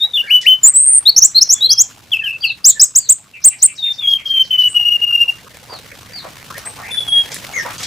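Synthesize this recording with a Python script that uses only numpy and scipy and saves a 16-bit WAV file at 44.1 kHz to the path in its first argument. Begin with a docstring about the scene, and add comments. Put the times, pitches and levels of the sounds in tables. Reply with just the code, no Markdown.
"""A yard, with a small caged songbird close by. Its syrinx makes a nearly pure tone whose changing pitch gives
whistles, a high buzz, warbled slurs, sharp chips and a long falling series; a few low, ringing chups sound
between its phrases. Cage and walls reflect each note, and the loudest overload the microphone. Other birds call
farther off; small rustles sound, and the soft background rush is heard louder once the song has ended."""
import sys
import numpy as np
from scipy import signal
from scipy.fft import rfft, irfft, next_fast_len
from scipy.io import wavfile

SR = 44100
rng = np.random.default_rng(int(sys.argv[2]) if len(sys.argv) > 2 else 0)


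def unload_audio(sound):
    """Save the sound as a 16-bit wav file, at the path given as the first command line argument."""
    columns = np.transpose(np.atleast_2d(sound))
    # keep every value between -1 and 1, then stretch to whole-number steps
    steps = np.round(np.clip(columns, -1, 1) * 32767)
    wavfile.write(sys.argv[1], SR, steps.astype(np.int16))


N = 346626
TIME = np.arange(N) / SR

# Opening whistles. Each row: start and length in seconds, first and held pitch in Hz, time of the step,
# attack and release in seconds, relative level in dB, wobble in Hz, first sag in Hz/s, glide in seconds.
OPENING_WHISTLES = [(0.0, .07, 3660, 3820, 0.031, 0.044, 0.034, -6, 46, 1000, .006),
                    (0.132, .094, 3544, 2900, .04, 0.023, .025, -8.5, 100, 5000, .005),
                    (.27, .13, 2194, 2983, 0.035, 0.086, .05, -1.5, 15, 12000, 0.0063),
                    (0.426, 0.14, 1865, 3049, 0.037, .075, 0.078, -1, 10, 16000, 0.0082)]
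# Lead-in and long note of the buzz. Each row: time in seconds, pitch in Hz, relative level in dB.
BUZZ_LEAD_IN = [(0.631, 7050, -9), (0.642, 7154, 1), (0.657, 7050, 0), (0.69, 8320, -0.5),
                (0.712, 8500, -17.5)]
BUZZ_LONG_NOTE = [(0.735, 7670, -14.5), (0.773, 8146, -3), (0.839, 8380, -10), (0.875, 8470, -5),
                  (0.915, 8860, -10), (0.975, 8485, -5), (0.989, 8770, -7), (0.995, 8820, -13)]
# Low, clean slurs. Each row: start and length in seconds, first and last pitch of the rise in Hz,
# attack in seconds, relative level in dB.
SCOOP_NOTES = [(1.053, .053, 3480, 4690, 0.039, 1), (1.345, .052, 4030, 4404, 0.035, -1),
               (1.605, .07, 3674, 4286, 0.037, -5)]
# Steep, fluttering slurs. Each row: as for the low slurs.
UPSWEEP_NOTES = [(1.163, 0.034, 5500, 6500, 0.0034, 1), (1.213, 0.056, 5320, 7710, 0.024, -1),
                 (1.41, 0.029, 4980, 6290, 0.0053, 1), (1.489, 0.057, 5270, 7280, 0.011, -3.5),
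                 (1.688, 0.051, 4200, 5950, 0.025, -1), (1.774, .052, 4990, 7200, 0.018, -2.5)]
# Low chups, each a quick step down. Each row: start and length in seconds, first and held pitch in Hz,
# time of the step in seconds, relative level in dB.
CHUP_NOTES = [(2.116, 0.059, 3370, 2616, 0.02, -8.5), (2.235, .083, 2990, 2625, 0.04, -14),
              (2.427, 0.048, 3270, 2630, .016, -8)]
# Softer returns of a chup's held pitch. Each row: delay in seconds, gain in dB.
CHUP_RETURNS = [(.02, -11.5), (.052, -4.5)]
# Arched chips. Each row: start, length and rise time in seconds, first, top and last pitch in Hz,
# relative level in dB, flutter depth as a share of the pitch.
CHIP_NOTES = [(2.642, 0.075, .04, 4636, 7850, 6860, -1, .065),
              (2.795, 0.019, .01, 4620, 5480, 4780, 1.5, 0.04),
              (2.807, 0.045, 0.024, 4895, 8170, 6250, 0.5, 0),
              (2.95, 0.046, 0.028, 5180, 8144, 6750, -0.5, 0.0028),
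              (3.087, 0.048, 0.025, 5760, 8400, 6800, -0.5, 0.0047),
              (3.439, 0.055, 0.025, 5500, 8790, 7450, -0.5, 0.0022),
              (3.619, 0.049, .026, 5590, 8900, 7470, -1, 0.008)]
# Syllables of the closing series. Each row: start and length in seconds, relative level in dB.
CLOSING_SYLLABLES = [(3.776, 0.064, -25), (3.824, .11, -15.5), (3.979, 0.041, -18), (4.018, 0.065, -15),
                     (4.064, 0.11, -9), (4.253, 0.033, -14.5), (4.287, 0.052, -13.5), (4.334, 0.061, -9),
                     (4.391, 0.042, -5.5), (4.504, 0.067, -10.5), (4.573, 0.061, -7.5),
                     (4.631, 0.055, -4.5), (4.742, 0.047, -9), (4.788, 0.057, -11.5), (4.846, 0.056, -8),
                     (4.9, 0.072, -9), (5.013, 0.043, -8.5), (5.061, 0.061, -14), (5.123, 0.046, -7.5),
                     (5.163, 0.04, -12), (5.198, 0.048, -5.5), (5.278, 0.03, -5)]
# The sinking line they follow. 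Each row: time in seconds, pitch in Hz.
CLOSING_PITCH = [(3.775, 3910), (3.83, 3625), (3.995, 3646), (4.045, 3263), (4.27, 3207), (4.42, 3085),
                 (4.65, 2952), (4.81, 2840), (4.93, 2850), (5.1, 2810), (5.31, 2769)]
# How throat and beak pass overtones. Each row: frequency in Hz, relative gain in dB.
THROAT_RESPONSE = [(4200, -6), (5800, -27.5), (9000, -33.5), (12000, -27), (15000, -30)]
# Air rushing through the beak. Each row: frequency in Hz, relative spectral density in dB.
BREATH_SPECTRUM = [(30, 6), (1000, -9.5), (5000, 1), (7000, -0.5), (10000, -2), (15000, -10.5)]
# Reflections from near surfaces. Each row: left and right delay in seconds, gain in dB.
REFLECTIONS = [(.0021, 0.0052, -23), (.0063, .0057, -18), (0.026, 0.024, -23), (.058, 0.064, -35.5)]
# Faint calls, and a soft falling flick under the songbird's first chip. Each row: start and length in
# seconds, first, middle and last pitch in Hz, relative level in dB, jitter in Hz, third harmonic in dB.
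FAINT_CALLS = [(.225, 0.072, 1500, 1718, 1560, -36, 86, -10),
               (1.536, 0.29, 3475, 3305, 3233, -34.5, 20, -11),
               (2.207, 0.06, 1836, 1688, 1680, -34.5, 28, -9),
               (2.679, 0.037, 4990, 3920, 3100, -27.5, 110, -12),
               (2.749, 0.048, 1790, 1752, 1690, -33, 29, -12),
               (4.675, 0.062, 6570, 8390, 7500, -30, 400, -11),
               (6.533, 0.046, 1520, 1910, 2300, -35, 90, -8),
               (6.648, 0.043, 7930, 8220, 8640, -24.5, 116, -12),
               (6.817, 0.097, 1630, 2204, 2560, -36, 182, -8),
               (6.903, 0.12, 3513, 3468, 3368, -19.5, 17, -4.5),
               (7.07, 0.14, 3320, 3293, 3266, -18.5, 16.4, -5),
               (7.527, 0.09, 2206, 2052, 1606, -23, 38, 2.5)]
# One neighbour's dropping calls. Each row: start and length in seconds, relative level in dB.
DROPPING_CALLS = [(2.404, 0.11, -28), (2.975, 0.11, -39), (5.688, .095, -39), (6.127, .085, -33)]
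# Rustles and scratches. Each row: start and length in seconds, band centre in Hz, level in dB.
SCRAPES = [(0.411, 0.019, 5560, -33.5), (0.642, 0.02, 1300, -37), (5.677, 0.083, 800, -39.5),
           (6.228, 0.028, 875, -35), (6.657, 0.023, 720, -36), (6.761, 0.052, 1040, -38),
           (7.307, 0.027, 5750, -33), (7.649, 0.022, 860, -29), (7.682, 0.031, 1770, -36),
           (7.78, 0.063, 5700, -30.5)]
# Sharp ticks. Each row: start in seconds, peak level in dB.
DRY_TICKS = [(5.308, -25), (6.581, -17.5), (7.344, -9), (7.36, -22), (7.732, -20)]
# Course of the outdoor rush. Each row: time in seconds, base levels of rumble and of air in dB.
RUSH_LEVELS = [(0, -55.5, -46), (2.299, -49.5, -46.5), (3.3, -56, -52), (4.598, -50, -45.5),
               (5.598, -48, -43), (7.86, -41, -34)]
# Its two spectra. Each row: frequency in Hz, relative spectral density in dB.
RUMBLE_SPECTRUM = [(15, -48), (25, -9), (43, -9), (112, 4), (257, -8), (313, -9.5), (350, -25.5),
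                   (460, -37), (770, -120)]
AIR_SPECTRUM = [(200, -0.5), (700, -0.5), (1500, -0.5), (3000, -0.5), (6000, -5), (9000, -9.5),
                (15000, -13)]


def song_and_chups():
    """Modulated tones: the songbird's phrases, and a few low, ringing chups between them."""
    air = coloured(BREATH_SPECTRUM, side_db=-21.5)[0]
    out = ringing_chups(air)
    out += phrase([stepped(*row) for row in OPENING_WHISTLES], air, gain_db=-.5,
                  overtone_db=1, tilt_db=2.5, hiss_db=-41.5, jitter=.0083, shimmer_db=1.3)
    out += phrase([buzz(BUZZ_LEAD_IN), buzz(BUZZ_LONG_NOTE)], air, gain_db=1,
                  overtone_db=-12, tilt_db=-6, hiss_db=-49.5, jitter=.008, shimmer_db=1.6, pulse=119.5)
    out += phrase([scoop(*row) for row in SCOOP_NOTES], air, gain_db=0,
                  overtone_db=-5.5, tilt_db=-1, hiss_db=-42, jitter=.009, shimmer_db=2)
    out += phrase([upsweep(*row) for row in UPSWEEP_NOTES], air, gain_db=-.5,
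                  overtone_db=-15.5, tilt_db=-6.5, hiss_db=-39, jitter=.012, shimmer_db=2.64, pulse=37)
    out += phrase([chip(*row) for row in CHIP_NOTES], air, gain_db=-.2,
                  overtone_db=-8, tilt_db=-5.5, hiss_db=-33, jitter=.007, shimmer_db=2.55)
    out += phrase([syllable(*row) for row in CLOSING_SYLLABLES], air, gain_db=.5,
                  overtone_db=-3, tilt_db=1.1, hiss_db=-40, jitter=.0043, shimmer_db=2.6)
    return out


def phrase(notes, air, gain_db, overtone_db, tilt_db, hiss_db, jitter, shimmer_db, pulse=0):
    """Coupled modulation: flutter moves pitch and level together, by pulse dB per unit of swing."""
    tone, airflow = np.zeros((2, N))
    for start, hz, effort, swing in notes:
        pitch = hz * (1 + swing + jitter * drift(397.7, len(hz)))
        effort = effort * from_db(gain_db + pulse * swing + shimmer_db * drift(161, len(hz)))
        add(tone, start, effort * whistle(pitch, overtone_db, tilt_db))
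        add(airflow, start, effort)
    return tone + from_db(hiss_db) * airflow * air


def whistle(hz, overtone_db, tilt_db, rasp_radians=.22):
    """Source and filter: a near sine whose faint, raspy overtones are coloured by the throat."""
    phase = 2 * np.pi * np.cumsum(hz) / SR
    throat_hz, throat_db = np.transpose(THROAT_RESPONSE)
    out = np.sin(phase)
    for k in range(2, 6):
        db = np.interp(k * hz, throat_hz, throat_db) + overtone_db + tilt_db * (k - 5.5)
        gain = from_db(db) * (k * hz < SR / 2)
        out += gain * np.sin(k * phase + rasp_radians * drift(700, len(hz)))
    return out


def flutter(t, rate_hz, depth, unevenness=.032):
    """Frequency modulation: the syrinx swings the pitch rapidly, by a share of its value."""
    turns = np.cumsum(rate_hz * (1 + unevenness * drift(33, len(t)))) / SR
    return depth * np.sin(2 * np.pi * turns)


def stepped(start, length, first_hz, held_hz, step_after, attack, release, db,
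            wobble_hz=0, first_sag=7000, glide=.0054):
    """A frequency step: a sinking whistle flips to a second pitch, which sags slowly."""
    held_sag, wobble_rate_hz = 300, 38   # sag in Hz/s
    t = note_time(length)
    since_step = t - step_after
    lead = first_hz - first_sag * (np.minimum(t, step_after * .7) - step_after / 2)
    held = held_hz - held_sag * since_step - wobble_hz * np.sin(2 * np.pi * wobble_rate_hz * since_step)
    hz = lead + (held - lead) * (1 + np.tanh(since_step / glide)) / 2
    loss_db = .02 * np.maximum(2790 - hz, 0)   # the voice weakens below 2790 Hz
    return start, hz, envelope(t, db - loss_db, attack, release), 0


def buzz(contour, clean_s=.033):
    """Fast modulation is heard as roughness: a high note starts clean and breaks into a flutter."""
    times, hz, db = np.transpose(contour)
    start = times[0]
    t = note_time(times[-1] - start)
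    onset = np.clip(t / clean_s - .5, 0, 1)
    effort = envelope(t, np.interp(start + t, times, db), attack=.005, release=.005)
    return start, np.interp(start + t, times, hz), effort, flutter(t, rate_hz=136.2, depth=.033 * onset)


def scoop(start, length, start_hz, end_hz, attack, db, hook_s=.008, hook_share=.15):
    """A linear chirp: the slur swells, rises evenly and hooks down at its end."""
    t = note_time(length)
    hook = 1 - hook_share * np.clip(1 - (length - t) / hook_s, 0, 1)
    return start, np.linspace(start_hz, end_hz, len(t)) * hook, envelope(t, db, attack, release=.011), 0


def upsweep(start, length, start_hz, end_hz, attack, db, bend=1.55):
    """A modulated chirp: the pitch climbs in an S, and the flutter deepens toward the end."""
    t = note_time(length)
    hz = start_hz + (end_hz - start_hz) * np.sin(np.pi / 2 * (t / length) ** bend)
    swing = flutter(t, rate_hz=201.8, depth=.07 * np.sin(np.pi / 2 * t / length) ** 2, unevenness=.12)
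    return start, hz, envelope(t, db, attack, release=.012), swing


def chip(start, length, top_after, start_hz, top_hz, end_hz, db, depth, bend=1.3):
    """An arched chirp: the pitch rises and falls partway back; any flutter sets in near the top."""
    t = note_time(length)
    up = np.minimum(t / top_after, 1)
    down = np.maximum(t - top_after, 0) / (length - top_after)
    rise_hz = (top_hz - start_hz) * np.sin(np.pi / 2 * up ** bend)
    fall_hz = (top_hz - end_hz) * np.sin(np.pi / 2 * down) ** 2
    swing = flutter(t, rate_hz=139.4, depth=depth * up ** 4)
    return start, start_hz + rise_hz - fall_hz, envelope(t, db, attack=.0145, release=.014), swing


def syllable(start, length, db, sag_hz_per_s=710, arch_hz=100):
    """Pitch rises with effort, so each piece of the sinking line arches as it droops."""
    t = note_time(length)
    swell = envelope(t, 0, attack=.018, release=.014, rounding=1.05)
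    hz = np.interp(start + t, *np.transpose(CLOSING_PITCH)) - sag_hz_per_s * (t - length / 2)
    return start, hz + arch_hz * (swell - swell.mean()), from_db(db) * swell, 0


def ringing_chups(air, ring_hz=2620):
    """Narrow-band echo: each low chup steps down, and its held pitch comes back twice, softer."""
    chups = phrase([stepped(*row, attack=.018, release=.008, db=db) for *row, db in CHUP_NOTES], air,
                   gain_db=-1, overtone_db=-1, tilt_db=2.5, hiss_db=-33.5, jitter=.018, shimmer_db=3)
    ring = band(chups, ring_hz * .95, ring_hz * 1.05)
    return chups + sum(from_db(db) * np.interp(TIME - delay, TIME, ring) for delay, db in CHUP_RETURNS)


def near_echoes(song):
    """Early reflection: each near surface returns a weaker copy, with its own delay to each side."""
    return sum(from_db(db) * np.interp(TIME - [[left], [right]], TIME, song, left=0)
               for left, right, db in REFLECTIONS)


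def yard_tail(x, t60, side_db, build_up):
    """Reverberation: echoes scattered by walls and leaves build up and decay exponentially."""
    t = TIME[:SR]
    response = band(stereo_noise(side_db, SR), 630, 7300)
    response *= from_db(-60 * t / t60) * (1 - np.exp(-t / build_up))
    response /= np.sqrt(np.sum(response ** 2, axis=1, keepdims=True))
    return signal.fftconvolve(np.atleast_2d(x), response, axes=1)[:, :N]


def faint_calls(series_start_s=3.328, period_s=.168, rasp_after_s=.081):
    """Weak chirps: scattered calls, and a far bird's periodic falling note with a rasp after each."""
    out = np.zeros(N)
    for start, *call in FAINT_CALLS:
        add(out, start, faint_call(*call))
    for start, length, db in DROPPING_CALLS:
        add(out, start, dropping_call(length, db))
    for start in series_start_s + period_s * np.arange(8):
        add(out, start, faint_call(.055, 2950, 2450, 2147, db=-38, jitter_hz=209))
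        add(out, start + rasp_after_s, faint_call(.055, 5600, 5000, 4400, db=-41.5, jitter_hz=683))
    return out


def faint_call(length, start_hz, middle_hz, end_hz, db, jitter_hz, third_db=-6):
    """Nonlinearity: a whistle on a parabolic glide has more third harmonic the louder it is."""
    t = note_time(length)
    pitch = np.polyval(np.polyfit([0, length / 2, length], [start_hz, middle_hz, end_hz], 2), t)
    phase = 2 * np.pi * np.cumsum(pitch + jitter_hz * drift(700, len(t))) / SR
    effort = from_db(db) * fade(t, length, .016)
    return effort * (np.sin(phase) + from_db(third_db) * np.sqrt(effort) * np.sin(3 * phase))


def dropping_call(length, db, top_hz=4950, flick_hz=605, sag_hz=904, fall_hz=946, jitter_hz=45):
    """A downward chirp: the whistle flicks up, sags slowly and then falls away."""
    t = note_time(length)
    hz = top_hz - flick_hz * np.exp(-t / .0064) - sag_hz * t / length - fall_hz * (t / length) ** 5
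    phase = 2 * np.pi * np.cumsum(hz + jitter_hz * drift(700, len(t))) / SR
    return envelope(t, db, attack=.014, release=.034) * np.sin(phase)


def rustles():
    """Noise bursts: a random envelope makes a grainy scrape, a fast exponential decay a dry tick."""
    out = np.zeros((2, N))
    for start, length, hz, db in SCRAPES:
        t = note_time(length)
        grains = band(stereo_noise(-29, len(t)), hz * .55, hz * 1.33)
        grains *= from_db(8.5 * drift(231.4, len(t)))
        add(out, start, from_db(db) * rms_one(grains) * fade(t, length, .0024))
    for start, db in DRY_TICKS:
        t = TIME[:SR // 100]
        tick = band(stereo_noise(-29, len(t)), 4500, 15700) * np.exp(-t / .0011)
        add(out, start, from_db(db) * tick / np.abs(tick).max())
    return out


def outdoor_rush(patchy_db=5, crackle_db=3):
    """Ambient noise: a low rumble, and a hiss that random amplitude modulation stirs and crackles."""
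    times, rumble_db, air_db = np.transpose(RUSH_LEVELS)
    rumble = np.interp(TIME, times, from_db(rumble_db)) * coloured(RUMBLE_SPECTRUM, side_db=-10.5)
    air = coloured(AIR_SPECTRUM, side_db=-7)
    edges_hz = np.geomspace(400, 2400, 5)
    air += sum(band(air, low, high) * (from_db(patchy_db * drift(40)) - 1)
               for low, high in zip(edges_hz, edges_hz[1:]))
    air *= from_db(np.interp(TIME, times, air_db) + crackle_db * drift(280))
    return rumble * from_db([[-1], [1]]) + air


def from_db(db):
    """Amplitude grows tenfold every 20 dB."""
    return 10 ** (np.asarray(db) / 20)


def rms_one(x):
    """Normalisation to unit power."""
    return x / np.sqrt(np.mean(x ** 2) + 1e-20)


def drift(rate, size=N):
    """Random modulation of unit variance, with rate new values a second."""
    t = np.arange(size) * (rate / SR)
    knots = rng.standard_normal(int(t[-1]) + 2)
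    return np.sqrt(3 / 2) * np.interp(t, np.arange(len(knots)), knots)


def band(x, low_hz, high_hz):
    """A band-pass with slopes of 12 dB per octave."""
    sos = signal.butter(2, [low_hz, min(high_hz, .45 * SR)], "band", fs=SR, output="sos")
    return signal.sosfilt(sos, x + 1e-18)


def stereo_noise(side_db, size=N):
    """Partial coherence: white noise mostly shared by the two sides."""
    mid, side = rng.standard_normal((2, size))
    return mid + from_db(side_db) * side * np.array([[1], [-1]])


def coloured(spectrum, side_db):
    """Spectral shaping of stereo noise, at unit power."""
    hz, db = np.transpose(spectrum)
    size = next_fast_len(N)
    bins = np.maximum(np.arange(size // 2 + 1) * SR / size, 1)
    gain = from_db(np.interp(np.log(bins), np.log(hz), db)) * np.minimum(bins / hz[0], 1) ** 2
    return rms_one(irfft(rfft(stereo_noise(side_db, size)) * gain, size)[:, :N])


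def add(out, start, sound):
    """Superposition: a sound joins the mix at its start time."""
    i = max(round(start * SR), 0)
    out[..., i:i + sound.shape[-1]] += sound[..., :N - i]


def note_time(length):
    """Seconds since the onset of a note."""
    return np.arange(int(length * SR)) / SR


def fade(t, length, edge):
    """A raised-cosine taper at both ends."""
    return np.sin(np.pi / 2 * np.clip(np.minimum(t, length - t) / edge, 0, 1)) ** 2


def envelope(t, db, attack, release, rounding=1.08):
    """Amplitude envelope: attack, hold and release."""
    ramps = np.clip([t / attack, (t[-1] - t) / release], 0, 1)
    return from_db(db) * np.prod(np.sin(np.pi / 2 * ramps) ** rounding, axis=0)


def scene(low_pan_db=1.55):
    """Direct sound, echoes and background superpose; a level difference sets lower notes to the left."""
    song, faint, small = song_and_chups(), faint_calls(), rustles()
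    near = song + near_echoes(song)
    low = signal.sosfiltfilt(signal.butter(2, 4800, fs=SR, output="sos"), near)
    near = near - low + low * from_db([[low_pan_db], [-low_pan_db]])
    song_tail = from_db(-21) * yard_tail(song, t60=.23, side_db=-17, build_up=.0056)
    faint_tail = from_db(.5) * yard_tail(faint + small, t60=.19, side_db=-4.5, build_up=.0033)
    return near + song_tail + faint * from_db([[1.5], [-1.5]]) + faint_tail + small + outdoor_rush()


def record(dry, lopsided=.013, stopband_hz=15850):
    """Asymmetric microphone distortion makes loud notes thump softly; the loudest clip; the top is cut."""
    bent = dry + lopsided * band(dry ** 2, 28, 21000)
    low_pass = signal.cheby2(14, 40, stopband_hz, fs=SR, output="sos")
    return signal.sosfilt(low_pass, np.clip(bent, -.99, .99))


dry = scene()
out = record(dry)
unload_audio(out)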